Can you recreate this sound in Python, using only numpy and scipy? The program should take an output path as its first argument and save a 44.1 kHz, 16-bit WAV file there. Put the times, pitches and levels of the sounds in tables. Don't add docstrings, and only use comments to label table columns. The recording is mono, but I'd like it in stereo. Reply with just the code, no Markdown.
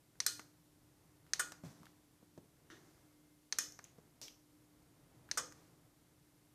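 import sys
import numpy as np
from scipy import signal
from scipy.fft import rfft, irfft
from scipy.io import wavfile
from scipy.ndimage import uniform_filter1d

SR = 44100
rng = np.random.default_rng(int(sys.argv[2]) if len(sys.argv) > 2 else 0)


def dump(signal):
    limited = np.clip(np.atleast_2d(signal).T, -1, 1)
    pcm = np.round(limited * 32767).astype(np.int16)
    wavfile.write(sys.argv[1], SR, pcm)


N = 288414
EVENT_SAMPLES = 32768
T = np.arange(EVENT_SAMPLES) / SR
HZ = np.fft.rfftfreq(EVENT_SAMPLES, 1 / SR)


# start in seconds, level in dB, tilt in dB per octave.
PRESSES = [(.2030, 0.5, -1.2), (1.3347, 2.5, -0.8), (3.5249, -2, -2.5), (5.3135, -2, -2)]
# frequency in Hz, left and right gain in dB.
SHELL_COLOUR = [(148.8, -23, -26), (494.7, -24, -27.5), (920, -22, -15.5), (1330, -3, -14),
                (1862, 2.5, -13), (2246, -4.5, -13.5), (3230, -17.5, -10), (4380, 3.5, 5), (5087, 5, -11),
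                (6180, 12, 4.5), (7300, -7, -10), (9140, -11.5, -4), (10800, -21.5, -16.5),
                (14160, -28.5, -25)]

def button(level_db, tilt_db, snap_db=-5, rattle_db=-2, table_db=-17, room_db=-15):
    shell_db = np.array([curve(SHELL_COLOUR, HZ, column) for column in (1, 2)])
    snap = (T == 0) * from_db(snap_db) + from_db(rattle_db) * chatter(0.00074, 0.013)
    echo = from_db(table_db) * chatter(0.0027, 0.06) + from_db(room_db) * room()
    echo = ring(echo, -0.51 * shell_db.mean(axis=0))
    return radiate(snap, echo, shell_db + level_db + tilt_db * np.log2((HZ + 500) / 5000))


# level in dB, tilt in dB per
# octave, then Hz and relative dB for each of the ringing wall, a favoured band and a starved band.
THROWS = [(0.5, 1.5, 1425, 2.5, 4200, 11.5, 6600, -6), (1.5, 1.35, 1438, 12, 1400, 3, 5800, -11),
          (-0.5, 0.2, 5300, 5, 7200, 4, 8200, -7), (0, -0.43, 1230, 1, 513, 8.5, 1730, -5.5)]
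# delay after the press, chatter rise
# and chatter t60 in seconds, swell of the background tones in dB.
STROKES = [(.061, .002, 0.012, 12.5), (.0592, 0.002, 0.074, 7.5)]
# frequency in Hz, closing and opening gain in dB.
STROKE_COLOUR = [(200, -2, -1), (520, -3, 0), (1100, -7.5, 1), (1800, -3, -1.5), (3500, 0, -2.5),
                 (6000, 0, -2), (8400, -0.5, -4.5), (13100, 4, -3)]
# frequency and nominal width in Hz, left and right level in dB.
RELAY_MODES = [(470, 220, -9, -13.5), (1224, 100, 7.5, -3), (1440, 290, 6, -11), (1558, 390, 9.5, -2.5),
               (1795, 200, 7.5, -2.5), (2476, 51, 3.5, -1), (3010, 90, 0, -3.5), (3470, 310, -5.5, -2),
               (4217, 170, -0.5, -3), (4878, 240, 2.5, -3.5), (5394, 160, 12.5, -5.5),
               (5990, 180, 14, -4.5), (6240, 190, 8.5, -3.5), (6710, 350, 4, 10.5), (7750, 150, 9.5, -1),
               (7540, 240, 4, -5), (8240, 224, -2, 13.5), (8920, 340, 7, -2), (9000, 130, 1, 6.5),
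               (9530, 1000, -6, -1.5), (10800, 400, -3, -10), (12030, 280, -12.5, -6.5),
               (12550, 180, -10, -1.5), (13100, 220, -4.5, -4.5), (13600, 300, -11.5, -9.5)]

def relay(stroke, level_db, tilt_db, wall_hz, wall_db, favoured_hz, favoured_db, starved_hz, starved_db):
    _, rise, t60, _ = STROKES[stroke]
    table_echo = ring(chatter(0.0058, 0.087), dull(8000) - 9)
    room_echo = ring(room(), dull(11500) - 4.5 + sides(1.5))
    landing_db = level_db + tilt_db * octaves(4000)
    landing_db += favoured_db * peak(favoured_hz, 0.14) + starved_db * peak(starved_hz, 0.14)
    colour_db = resonances(RELAY_MODES, floor_db=-16) + colour(STROKE_COLOUR, 1 + stroke) + landing_db
    strike = radiate(chatter(rise, t60) + table_echo, room_echo, colour_db)
    wall = np.sin(2 * np.pi * wall_hz * T) * envelope(rise=0.0024, t60=0.33)
    return strike + wall * from_db(wall_db - 55.5 + sides(16))


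def throw_times():
    return [(press[0] + STROKES[k % 2][0], k % 2) for k, press in enumerate(PRESSES)]


# start in seconds, level in dB, tilt in dB per octave.
RELEASES = [(.3945, -9, -1.5), (1.5204, -9.5, -0.5), (3.7902, -13, -2), (5.5228, -23.5, 1.5)]
# frequency in Hz, gain in dB.
RELEASE_COLOUR = [(200, -10), (600, -10), (1100, -2), (1700, 1), (3200, -13.5), (6000, -3), (8000, -12.5),
                  (13000, -20.5)]

def release(level_db, tilt_db):
    colour_db = colour(RELEASE_COLOUR) + level_db + tilt_db * octaves(1500)
    return contact(colour_db, t60=0.016, room_db=-12.5, pan_db=4)


# start in
# seconds, level in dB, ring in Hz, its half width in octaves, relative click and room levels in dB.
TICKS = [(.1546, -29, 1450, .3, -33.5, -6), (1.2652, -33, 1390, .4, -14, 3),
         (1.8317, -19.5, 1100, 0.33, -23, -2), (1.8554, -29.5, 3000, 1.34, -27, -6.5),
         (1.8671, -21.5, 1500, 0.52, -25, -22), (3.7215, -18, 6000, 0.16, -19, -6),
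         (3.8418, -14.5, 6500, 0.15, -22.5, -11), (3.8500, -30.5, 2120, 0.83, -18, -1),
         (4.2150, -17, 5630, 0.27, -11.5, 5.5), (4.2813, -10.5, 3000, 0.3, -30, -16),
         (5.2897, -19, 1505, 0.29, -25, 0)]

def tick(level_db, ring_hz, half_width, click_db, room_db):
    colour_db = level_db + 20 * np.log10(peak(ring_hz, half_width) + from_db(click_db))
    return contact(colour_db, t60=0.012, room_db=room_db, pan_db=2.5)


# start in seconds, knock and boom levels in dB.
BUMPS = [(1.6362, -6, 6), (1.7980, -39, -5.5), (2.2264, -15.5, -43), (2.3767, -4, -9.5), (3.9834, -11, -24),
         (4.2150, -16.5, -29)]
# frequency in Hz, gain in dB.
KNOCK_COLOUR = [(200, -1.5), (550, -6), (1500, -24.5), (3000, -35), (6000, -29), (11000, -44)]

def bump(knock_db, boom_db, boom_hz=152.6):
    boom = contact(boom_db + 20 * np.log10(peak(boom_hz, 0.53)), t60=0.23, room_db=-14, pan_db=1)
    knock = contact(colour(KNOCK_COLOUR) + knock_db, t60=0.033, room_db=-16.5, pan_db=3)
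    return boom + knock


# start, rise and t60 in seconds, level in dB.
RUSTLES = [(1.642, 0.0035, 0.89, -19), (2.74, 0.15, 1.14, -24), (5.54, .06, 0.76, -26)]
# frequency in Hz, gain in dB.
RUSTLE_COLOUR = [(200, 1), (600, 2.5), (1600, 0), (2900, -8.5), (6000, -2.5), (11000, -12)]

def rustle(rise, t60, level_db):
    return contact(colour(RUSTLE_COLOUR) + level_db, t60=t60, room_db=-8.5, pan_db=2, rise=rise)


# start in seconds, level in dB.
NUDGES = [(2.7013, -4)]
# frequency and nominal width in Hz, left and right level in dB.
HOLLOW_MODES = [(320, 63, -7, -10), (1490, 360, -11, -20), (1840, 140, -7.5, -15), (2920, 200, -22, -26),
                (3630, 500, -20, -37), (6100, 400, -19.5, -33)]

def nudge(level_db, room_db=6):
    blow = chatter(0.00083, 0.0073) + from_db(room_db) * room()
    return ring(blow, resonances(HOLLOW_MODES, floor_db=-29) + level_db + dull(7000))


# frequency in Hz, resting level in dB.
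HUM_TONES = [(120, -88.5), (300, -76.5), (2100, -95)]

def hum(waver_db=3, swell_peak_s=0.084):
    t = np.arange(N) / SR
    tones = swell_db = 0
    for hz, db in HUM_TONES:
        amplitude = np.sqrt(2) * from_db(db + waver_db * drift(1.2))
        tones += amplitude * np.sin(2 * np.pi * hz * t + 0.48 * drift(8.87))
    for start, stroke in throw_times():
        age = np.maximum(t - start, 0) / swell_peak_s
        swell_db += STROKES[stroke][-1] * (age * np.exp(1 - age)) ** 2
    return tones * from_db(sides(2) + swell_db)


# frequency in Hz, relative level in dB.
AIR_COLOUR = [(15, -44), (30, -14), (85, -9), (125, -6), (165, -5), (195, -16.5), (260, -12), (305, -9.5),
              (380, -15.5), (573, -19), (2130, -25), (2630, -27), (11800, -27), (15000, -30.5)]
# frequency in Hz, correlation from -1 to 1.
AIR_LIKENESS = [(60, 0.43), (180, 0.93), (550, 0.45), (1650, -0.13), (4970, 0.02), (15000, -0.08)]
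# frequency in Hz, left minus right in dB.
AIR_BALANCE = [(60, 1), (240, 1.5), (950, 3.5), (3770, 0), (15000, -2.0)]
# centre and half length in seconds, change in dB.
AIR_SWELLS = [(1.5, .6, 3), (2.8, .25, 3.5), (3.293, .2, -1), (4.0, .2, 3.5), (5.35, .5, 6.5)]

def air(level_db=-68, lull_db=-0.9, swell_below_hz=2200):
    t = np.arange(N) / SR
    hz = np.fft.rfftfreq(N, 1 / SR)
    spectrum = stereo_spectrum(N, curve(AIR_LIKENESS, hz))
    colour_db = curve(AIR_COLOUR, hz) + sides(curve(AIR_BALANCE, hz))
    noise = unit_rms(irfft(spectrum * from_db(colour_db), N))
    low = irfft(rfft(noise) / (1 + (hz / swell_below_hz) ** 4), N)
    swell_db = lull_db + 0.5 * drift(6)
    for centre, half_length, db in AIR_SWELLS:
        swell_db += db * np.exp(-((t - centre) / half_length) ** 2)
    return from_db(level_db) * (noise + low * (from_db(swell_db) - 1))


# frequency in Hz, t60 in seconds, relative level in dB.
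ROOM_TAIL = [(150, 1, 1), (340, 0.74, 8), (514, 0.48, 6), (910, 0.39, 3), (1530, 0.39, -1.5),
             (3000, 0.27, 5), (6000, 0.36, 4), (9700, 0.3, -2), (13100, 0.44, -1.5)]

def room(rise=0.0055):
    hz, t, bands = signal.stft(close_noise(), SR, nperseg=256)
    t60 = curve(ROOM_TAIL, hz)[:, None]
    level_db = curve(ROOM_TAIL, hz, column=2)[:, None]
    equal_energy = np.sqrt(2 * np.log(1000) / (t60 * SR))
    _, tail = signal.istft(bands * from_db(level_db - 60 * t / t60) * equal_energy, SR, nperseg=256)
    return tail[:, :EVENT_SAMPLES] * (1 - np.exp(-T / rise))


def contact(colour_db, t60, room_db, pan_db, rise=0.00024):
    direct = chatter(rise, t60) * from_db(sides(pan_db))
    echo = room() * from_db(room_db + sides(0.86 * pan_db))
    return ring(direct + echo, colour_db)


def chatter(rise, t60):
    spectrum = rfft(close_noise() * envelope(rise, t60))
    smooth_power = uniform_filter1d(abs(spectrum) ** 2, size=200, axis=1)
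    return irfft(spectrum * minimum_phase(-10 * np.log10(smooth_power + 1e-12)))


def envelope(rise, t60):
    return (1 - np.exp(-T / rise)) * from_db(-60 * T / t60)


def close_noise(mono_hz=650):
    return irfft(stereo_spectrum(EVENT_SAMPLES, likeness=1 / (1 + (HZ / mono_hz) ** 2)))


def stereo_spectrum(samples, likeness):
    left, other = rfft(rng.standard_normal((2, samples)))
    return np.array([left, likeness * left + np.sqrt(1 - likeness ** 2) * other])


def drift(rate_hz):
    hz = np.fft.rfftfreq(N, 1 / SR)
    return unit_rms(irfft(rfft(rng.standard_normal(N)) * np.exp(-(hz / rate_hz) ** 2), N))


def radiate(direct, echo, colour_db):
    return ring(direct, colour_db) + ring(echo, colour_db.mean(axis=0))


def ring(blow, colour_db):
    return irfft(rfft(blow) * minimum_phase(colour_db))


def minimum_phase(db):
    log_gain = np.log(from_db(np.maximum(db, -100)))
    mirrored = np.concatenate([log_gain, log_gain[..., -2:0:-1]], axis=-1)
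    return np.exp(np.conj(signal.hilbert(mirrored)))[..., :len(HZ)]


def resonances(modes, floor_db):
    power = from_db(floor_db) ** 2
    for hz, width, left_db, right_db in modes:
        shape = 1 / (1 + ((HZ - hz) / (0.82 * width)) ** 2)
        power = power + (from_db([[left_db], [right_db]]) * shape) ** 2
    return 10 * np.log10(power)


def colour(points, column=1, bass_hz=115):
    return curve(points, HZ, column) - 10 * np.log10(1 + (bass_hz / (HZ + 1)) ** 6)


def dull(corner_hz):
    return -10 * np.log10(1 + (HZ / corner_hz) ** 4)


def peak(centre_hz, half_width):
    return 1 / (1 + (octaves(centre_hz) / half_width) ** 2)


def octaves(centre_hz):
    return np.log2((HZ + 1) / centre_hz)


def curve(points, hz, column=1):
    columns = np.transpose(points)
    return np.interp(np.log(hz + 1), np.log(columns[0] + 1), columns[column])


def sides(db):
    return np.array([[0.5], [-0.5]]) * db


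def from_db(db):
    return 10 ** (np.asarray(db) / 20)


def unit_rms(x):
    return x / np.sqrt(np.mean(x ** 2) + 1e-20)


def add(mix, start, sound):
    part = mix[:, round(start * SR):][:, :EVENT_SAMPLES]
    part += sound[:, :part.shape[1]]


def scene():
    mix = air() + hum()
    for (start, stroke), row in zip(throw_times(), THROWS):
        add(mix, start, relay(stroke, *row))
    for table, source in ((PRESSES, button), (RELEASES, release), (TICKS, tick),
                          (BUMPS, bump), (RUSTLES, rustle), (NUDGES, nudge)):
        for start, *row in table:
            add(mix, start, source(*row))
    return mix


def record(dry):
    lowpass = signal.firwin(255, 14750, window=("kaiser", 9), fs=SR)
    return signal.oaconvolve(dry, lowpass[None], "same", axes=1)


dry = scene()
out = record(dry)
dump(out)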